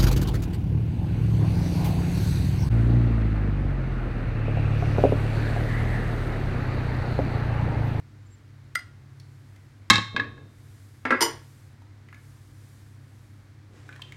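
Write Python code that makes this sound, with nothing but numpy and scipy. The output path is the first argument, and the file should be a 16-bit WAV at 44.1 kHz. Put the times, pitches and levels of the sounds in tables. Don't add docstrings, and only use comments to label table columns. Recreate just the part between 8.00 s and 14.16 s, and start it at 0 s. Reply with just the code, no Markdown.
import sys
import numpy as np
from scipy import signal
from scipy.fft import rfft, irfft
from scipy.io import wavfile

SR = 44100
rng = np.random.default_rng(int(sys.argv[2]) if len(sys.argv) > 2 else 0)


def pcm_store(signal):
    levels = np.round(np.clip(np.atleast_2d(signal), -1, 1) * 32767)
    wavfile.write(sys.argv[1], SR, levels.astype(np.int16).T)


N = 271700
TIME = np.arange(N) / SR
AGE = np.arange(int(0.9 * SR)) / SR


def undb(db):
    return 10 ** (np.asarray(db) / 20)


def fade(t60):
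    return np.exp(-np.log(1000) * AGE / max(t60, 1e-3))


def add(track, start_s, sound):
    part = track[int(start_s * SR):][:len(sound)]
    part += sound[:len(part)]


def band(hz, width_hz, size):
    f = np.fft.rfftfreq(size, 1 / SR) + 0.0014
    detuning = (f * f - hz * hz) / (f * width_hz)
    noise = irfft(rfft(rng.standard_normal(size)) / (1 + detuning ** 2), size)
    return noise / np.std(noise)


def lowpass(x, hz, order=2):
    return signal.sosfilt(signal.butter(order, min(hz, SR / 2.1), fs=SR, output="sos"), x)


def shape(x, spectrum):
    hz, db = np.transpose(spectrum)
    f = np.linspace(0, SR / 2, 2049)
    gain = undb(np.interp(np.log(f + 1), np.log(hz), db))
    cepstrum = irfft(np.log(gain))
    cepstrum[1:len(f) - 1] *= 2
    cepstrum[len(f):] = 0
    response = irfft(np.exp(rfft(cepstrum)))
    return signal.fftconvolve(x, response / np.linalg.norm(response))[:len(x)]


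def kitchen(x, low_t60=0.35, high_t60=0.024, split_hz=3500, build_s=0.013):
    echoes = rng.standard_normal(len(AGE))
    low = lowpass(echoes, split_hz, order=1)
    tail = low * fade(low_t60) + (echoes - low) * fade(high_t60)
    response = tail * (1 - np.exp(-(AGE / build_s) ** 2))
    return signal.fftconvolve(x, response / np.linalg.norm(response))[:N]


def ring(modes, level_db, damping, twin_db=-15, twin_life=1.7, twin_split=0.0049):
    decays = []
    for hz, db, t60 in modes:
        turn = 2j * np.pi * hz * AGE
        main = np.exp(turn) * fade(t60 / damping)
        twin = undb(twin_db) * np.exp(turn * (1 + twin_split)) * fade(twin_life * t60 / damping)
        decays.append(undb(level_db + db) * (main + twin))
    return decays


def strike(blows, rings, colour, crack_db, crack_t60, room_db, lifts=1, lift_t60=0.16):
    cracks, tones, rings = np.zeros(N), np.zeros(N), np.array(rings)
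    spots = np.exp(2j * np.pi * rng.random((len(blows), len(rings))))
    extras = spots * (lifts - 1)
    onset = 1 - np.exp(-(AGE / 0.0012) ** 2)
    for (start_s, db, contact_hz, ring_db), spot, extra in zip(blows, spots, extras):
        tone = (spot @ rings + extra @ rings * fade(lift_t60)).imag * onset
        crack = shape(rng.standard_normal(len(AGE)) * fade(crack_t60), colour)
        add(tones, start_s, undb(db + ring_db) * lowpass(tone, contact_hz))
        add(cracks, start_s, undb(db + crack_db) * lowpass(crack, contact_hz))
    return cracks + tones + undb(room_db) * kitchen(cracks + 0.33 * tones)


# frequency in Hz, relative level in dB.
AIR_SPECTRUM = [(15, -58), (25, -31), (43, -21.5), (70, -22), (84, -8), (102, -8.5), (141, -11), (161, -26),
                (212, -20), (310, -21), (400, -29), (607, -33.5), (1000, -34), (1650, -33), (2200, -35.5),
                (2750, -42), (4250, -42.5), (8000, -50), (16000, -59.5)]
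# frequency in Hz, level in dB.
HUM_HARMONICS = [(100, -51), (200, -76), (300, -71.5)]
# centre in Hz, width in Hz, level in dB.
DRONE_BANDS = [(134.5, 3.8, -55), (57, 7.1, -65.5)]


def background(air_db=-53.5):
    out = undb(air_db) * shape(rng.standard_normal(N), AIR_SPECTRUM)
    for hz, db in HUM_HARMONICS:
        out += undb(db) * np.sqrt(2) * np.sin(2 * np.pi * (hz * TIME + rng.random()))
    for hz, width_hz, db in DRONE_BANDS:
        out += undb(db) * band(hz, width_hz, N)
    return out


# start in seconds, length in seconds, level in dB.
SQUEAK_STROKES = [(0.208, 0.028, -75), (0.25, 0.032, -65), (0.283, 0.078, -61), (0.37, 0.023, -71)]


def spatula_squeak(base_hz=7150, arch_hz_per_s=4600, jitter=0.011, grip=1.9):
    out = np.zeros(N)
    for start_s, length_s, db in SQUEAK_STROKES:
        along = np.linspace(0, 1, int(length_s * SR))
        hz = base_hz + arch_hz_per_s * length_s * np.sin(np.pi * along)
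        hz *= 1 + jitter * band(250, 500, len(along))
        swell = np.sin(np.pi * along ** grip)
        add(out, start_s, undb(db) * swell * np.sin(2 * np.pi * np.cumsum(hz) / SR))
    return out


# start in seconds, level in dB, contact cut-off in Hz,
# share of ringing in dB.
SPATULA_TAPS = [(0.7520, -23.5, 14000, -8), (0.7545, -17, 9200, -1.5), (0.7915, -36, 12000, 2)]
# frequency in Hz, relative level in dB, T60 in seconds before damping.
GLASS_MODES = [(1355, -7, 0.44), (1403, -5, 0.44), (1972, -1, 0.22), (2068, -1, 0.36), (2360, -18, 0.22),
               (4500, -19.5, 0.12), (4900, -12, 0.56), (6500, -20, 0.24), (8800, -12, 0.28),
               (11470, -19, 0.25), (13550, -20, .22)]
# frequency in Hz, relative level in dB.
GLASS_CRACK = [(200, -33), (500, -22.5), (900, -18), (1380, -4), (1750, -5), (2050, -1), (2600, -13.5),
               (5000, -14), (7200, -19.5), (8600, -14), (10000, -29), (12000, -17), (16000, -23)]


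def bowl_clink():
    glass = ring(GLASS_MODES, level_db=-5.5, damping=3.5, twin_db=-9.5)
    return strike(SPATULA_TAPS, glass, GLASS_CRACK, crack_db=-3.5, crack_t60=0.024, room_db=-16)


# start in seconds, length in seconds, level in dB.
HISS_SWELLS = [(0.95, 1.0, -74), (2.4, 0.78, -66), (3.2, 0.6, -65.5), (4.08, 0.45, -66.5), (4.4, 0.6, -65),
               (4.85, 0.7, -71)]
# frequency in Hz, relative level in dB.
HISS_SPECTRUM = [(1000, -16), (3500, -2), (8000, 0), (12000, -3), (16000, -12)]


def hiss():
    envelope = np.zeros(N)
    for start_s, length_s, db in HISS_SWELLS:
        add(envelope, start_s, undb(db) * np.sin(np.linspace(0, np.pi, int(length_s * SR))))
    return envelope * shape(rng.standard_normal(N), HISS_SPECTRUM)


# start in seconds, level in dB, starting pitch in Hz, share of smack in dB.
CREAM_POPS = [(1.199, -48, 4350, -5.5), (1.561, -54, 2010, -2.5), (3.82, -53, 900, -10),
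              (4.087, -44, 1950, -23), (4.128, -42, 1650, -25), (4.144, -46, 2170, -9),
              (5.891, -36.5, 1500, -22), (5.927, -46, 2350, -14), (5.961, -44, 1770, -8.5),
              (5.995, -47, 1000, -25), (6.0192, -34, 3085, -13), (6.122, -41, 2170, -7)]


def cream_pops(pocket_t60=0.038, smack_t60=0.028, rise=0.07, splutter_db=-3, room_db=-10):
    out = np.zeros(N)
    glide = 1 + rise * np.minimum(AGE / pocket_t60, 1)
    for start_s, db, hz, smack_db in CREAM_POPS:
        ping = np.sin(2 * np.pi * hz * AGE * glide)
        splutter = undb(splutter_db) * band(hz, hz / 2, len(AGE))
        pocket = (ping + splutter) * fade(pocket_t60)
        smack = undb(smack_db) * band(3200, 6700, len(AGE)) * fade(smack_t60)
        add(out, start_s, undb(db) * (pocket + smack))
    return out + undb(room_db) * kitchen(out)


# start in seconds, level in dB,
# share of ringing in dB, lift of the rim's note in dB.
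HANDLE_BOUNCES = [(1.9002, -2, -7, 0), (1.9040, -6, -5, 0), (1.9078, -12, -6, 0), (1.932, -20, 1, 0),
                  (1.9385, -22.5, 1, 3), (1.9562, -15, -1, 0), (1.9795, -22, 0, -3),
                  (2.1635, -14.5, -8, 13), (2.1765, -28, -3, 10), (2.1975, -18.5, -5, 18),
                  (2.2420, -43, 2, 8), (2.3780, -53, 4, 10)]
# frequency in Hz, relative level in dB, T60 in seconds before damping.
RIM_MODES = [(835, -12, 0.26), (1089, 0, 0.2), (1120, -3, 0.22), (1195, -10, .26), (1258, -6, 0.24),
             (1610, -9, .2), (1646, -5, 0.23), (1683, -3, 0.27), (2152, 0, 0.23), (2607, -4, .22),
             (2645, -5, .24), (3187, -5, 0.22), (3630, -1, 0.26), (3685, -1.5, .24), (3824, -1.5, 0.25),
             (3880, -6, 0.24), (4060, -3, .18), (4245, -11, 0.22), (4680, -14, .2), (5329, -16, .22),
             (6020, -14, .14), (7020, -20, .17)]
# frequency in Hz, relative level in dB.
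RIM_CRACK = [(150, -55), (400, -20), (700, -22), (1100, -7), (1390, -20), (1660, -5), (1930, -12),
             (2150, -5), (2420, -15), (2660, -6), (2940, -18), (3200, -9), (3400, -17), (3750, -2),
             (4550, -13), (7000, -19.5), (11000, -28), (16000, -45)]


def handle_rattle(landing_hz=10500, resting_hz=2250, settle_s=0.078, note_hz=1683, note_width_hz=70):
    rim = ring(RIM_MODES, level_db=-7, damping=2.3, twin_db=-26, twin_life=9)
    landing_s = HANDLE_BOUNCES[0][0]
    knocks = []
    for start_s, db, ring_db, _ in HANDLE_BOUNCES:
        hardness = np.exp((landing_s - start_s) / settle_s)
        knocks.append((start_s, db, resting_hz + (landing_hz - resting_hz) * hardness, ring_db))
    mode_hz, lift_db = np.array(RIM_MODES)[:, 0], np.array(HANDLE_BOUNCES)[:, 3]
    near_note = np.exp(-((mode_hz - note_hz) / note_width_hz) ** 2)
    lifts = undb(np.outer(lift_db, near_note))
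    return strike(knocks, rim, RIM_CRACK, crack_db=-1, crack_t60=0.032, room_db=-13, lifts=lifts)


# start in seconds, level in dB.
PAN_THUDS = [(1.907, -19.5), (1.941, -31), (1.959, -33), (1.983, -30), (2.142, -33.5), (2.175, -33.5),
             (2.19, -41.5), (2.244, -41), (2.299, -48.5)]
# frequency in Hz, relative level in dB, T60 in seconds before damping.
GRATE_MODES = [(76.4, -6, 0.16), (107.4, 0, 0.78), (151, -10.5, 0.35), (180.4, -9, 0.32), (221.4, 3, 0.21),
               (256, 6, 0.058), (307, -2, 0.17), (549, -7, 0.1)]
# frequency in Hz, relative level in dB.
GRATE_CRACK = [(35, -49), (70, -16), (115, 1), (330, -6), (700, -10.5), (2500, -24.5)]


def pan_rocking(contact_hz=560):
    grate = ring(GRATE_MODES, level_db=-4.5, damping=1.3, twin_db=-15.5, twin_life=1.8)
    thuds = [(start_s, db, contact_hz, 0) for start_s, db in PAN_THUDS]
    return strike(thuds, grate, GRATE_CRACK, crack_db=-2.5, crack_t60=0.08, room_db=-15.5)


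# start in seconds, length in seconds, level in dB.
BLADE_PUSHES = [(2.124, 0.14, -31), (2.315, 0.15, -41.5), (5.694, 0.09, -47), (5.789, 0.17, -52),
                (5.998, 0.16, -52)]


def slosh(gulps_per_s=130, centre_hz=321, spread_octaves=0.27, spread_db=-2.5, cycles=3.2, rise=0.15):
    out = np.zeros(N)
    age = AGE[:len(AGE) // 8]
    for start_s, length_s, db in BLADE_PUSHES:
        count = max(int(length_s * gulps_per_s), 1)
        for k, (late, high, loud) in enumerate(rng.standard_normal((count, 3))):
            along = (k + 0.5 + 0.5 * np.tanh(late)) / count
            hz = centre_hz * 2 ** (spread_octaves * high)
            life = age * hz / cycles
            glide = 1 + rise * np.minimum(life, 1)
            gulp = np.sin(2 * np.pi * hz * age * glide) * np.exp(-np.log(100) * life)
            gain = undb(db + spread_db * loud) * np.sqrt(np.sin(np.pi * along))
            add(out, start_s + along * length_s, gain * gulp)
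    return out + undb(-7) * kitchen(out)


# start in seconds, level in dB, contact cut-off in Hz,
# share of ringing in dB.
FOOT_KNOCKS = [(3.0520, -17, 3640, -1), (3.1056, -11, 3890, -5.5), (3.1220, -20.5, 2240, 12),
               (3.1460, -38.5, 1995, 12.5)]
# frequency in Hz, relative level in dB, T60 in seconds before damping.
WORKTOP_MODES = [(244, 1, 0.3), (293, -11, 0.15), (441, 2.5, 0.16), (427, 4.5, 0.0625), (623, -11, 0.15),
                 (1068, -5, 0.115), (1344, 9, 0.22), (1633, 7, 0.24)]
# frequency in Hz, relative level in dB.
WORKTOP_CRACK = [(90, -68), (160, -45.5), (250, 3), (450, 1), (720, -5.5), (1100, 2), (1350, -0.5),
                 (2000, 4.5), (2950, -14), (4100, -20), (14000, -23)]


def bowl_set_down():
    wood = ring(WORKTOP_MODES, level_db=-14.5, damping=2.3)
    glass = ring(GLASS_MODES, level_db=-22, damping=0.95)
    return strike(FOOT_KNOCKS, wood + glass, WORKTOP_CRACK, crack_db=-2.5, crack_t60=0.08, room_db=-9)


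# start in seconds, level in dB, contact cut-off in Hz,
# share of ringing in dB.
DISH_CLACKS = [(3.2072, -20.5, 15000, -1.5), (3.2150, -18, 9100, -0.5), (3.2228, -21, 15100, 8.5),
               (3.2290, -21, 2400, 3), (3.2600, -23, 1300, 2)]
# frequency in Hz, relative level in dB, T60 in seconds before damping.
DISH_MODES = [(312.5, -17, 0.36), (448, -15, 0.33), (877, -10, 0.2), (934, -9, 0.21), (1035, -7, 0.17),
              (1109, -12, .27), (2864, -12, 0.26), (2990, -12, .26), (4441, -9, 0.15), (4900, -11, .16),
              (5028, -6, 0.27), (5110, -9, .2), (5810, -9, 0.2), (5960, -11, 0.2), (6890, -14, 0.22),
              (7305, -16, .25), (8650, -15, .18), (9070, -11, 0.26), (9190, -13, .2), (9600, -15, 0.19),
              (11440, -15, .2), (11580, -16, .18), (13400, -19, .22), (13600, -18, 0.22), (13950, -17, .18),
              (14250, -20, .16)]
# frequency in Hz, relative level in dB.
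DISH_CRACK = [(100, -74), (180, -14.5), (310, -2), (650, -12), (1000, -1.5), (1400, -14.5), (2060, -6),
              (2480, -18), (2950, -11), (4000, -16), (5200, -6), (7800, -22), (9200, -8.5), (12400, -31),
              (14000, -20), (15200, -70)]


def dish_clack():
    dish = ring(DISH_MODES, level_db=-5, damping=1.34)
    glass = ring(GLASS_MODES, level_db=-10, damping=5.3)
    return strike(DISH_CLACKS, dish + glass, DISH_CRACK, crack_db=1.5, crack_t60=0.056, room_db=-11)


# frequency in Hz, relative level in dB.
SWISH_SPECTRUM = [(120, -16.5), (300, 8.5), (700, 3), (2000, 2.5), (4500, -5.5), (8000, -7.5),
                  (15000, -26.5)]


def stirring(start_s=5.68, plunge_s=0.08, decay_s=0.2, plunge_db=-73, drag_db=-62, grain_db=3):
    since = np.maximum(TIME - start_s, 0)
    onset = np.minimum(since / plunge_s, 1) ** 2
    plunge = undb(plunge_db) * np.exp(-np.maximum(since - plunge_s, 0) / decay_s)
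    effort = onset * (plunge + undb(drag_db))
    slips = rng.standard_normal(N) * undb(grain_db * rng.exponential(size=N))
    return effort * shape(slips / np.std(slips), SWISH_SPECTRUM)


def scene():
    opening = background() + spatula_squeak() + bowl_clink() + hiss() + cream_pops()
    pan = handle_rattle() + pan_rocking() + slosh()
    return (opening + pan + bowl_set_down() + dish_clack() + stirring())[None]


def record(dry, ceiling=0.92, top_hz=15900):
    rounded = ceiling * np.tanh(dry / ceiling)
    return signal.sosfilt(signal.ellip(8, 0.2, 70, top_hz, fs=SR, output="sos"), rounded)


dry = scene()
out = record(dry)
pcm_store(out)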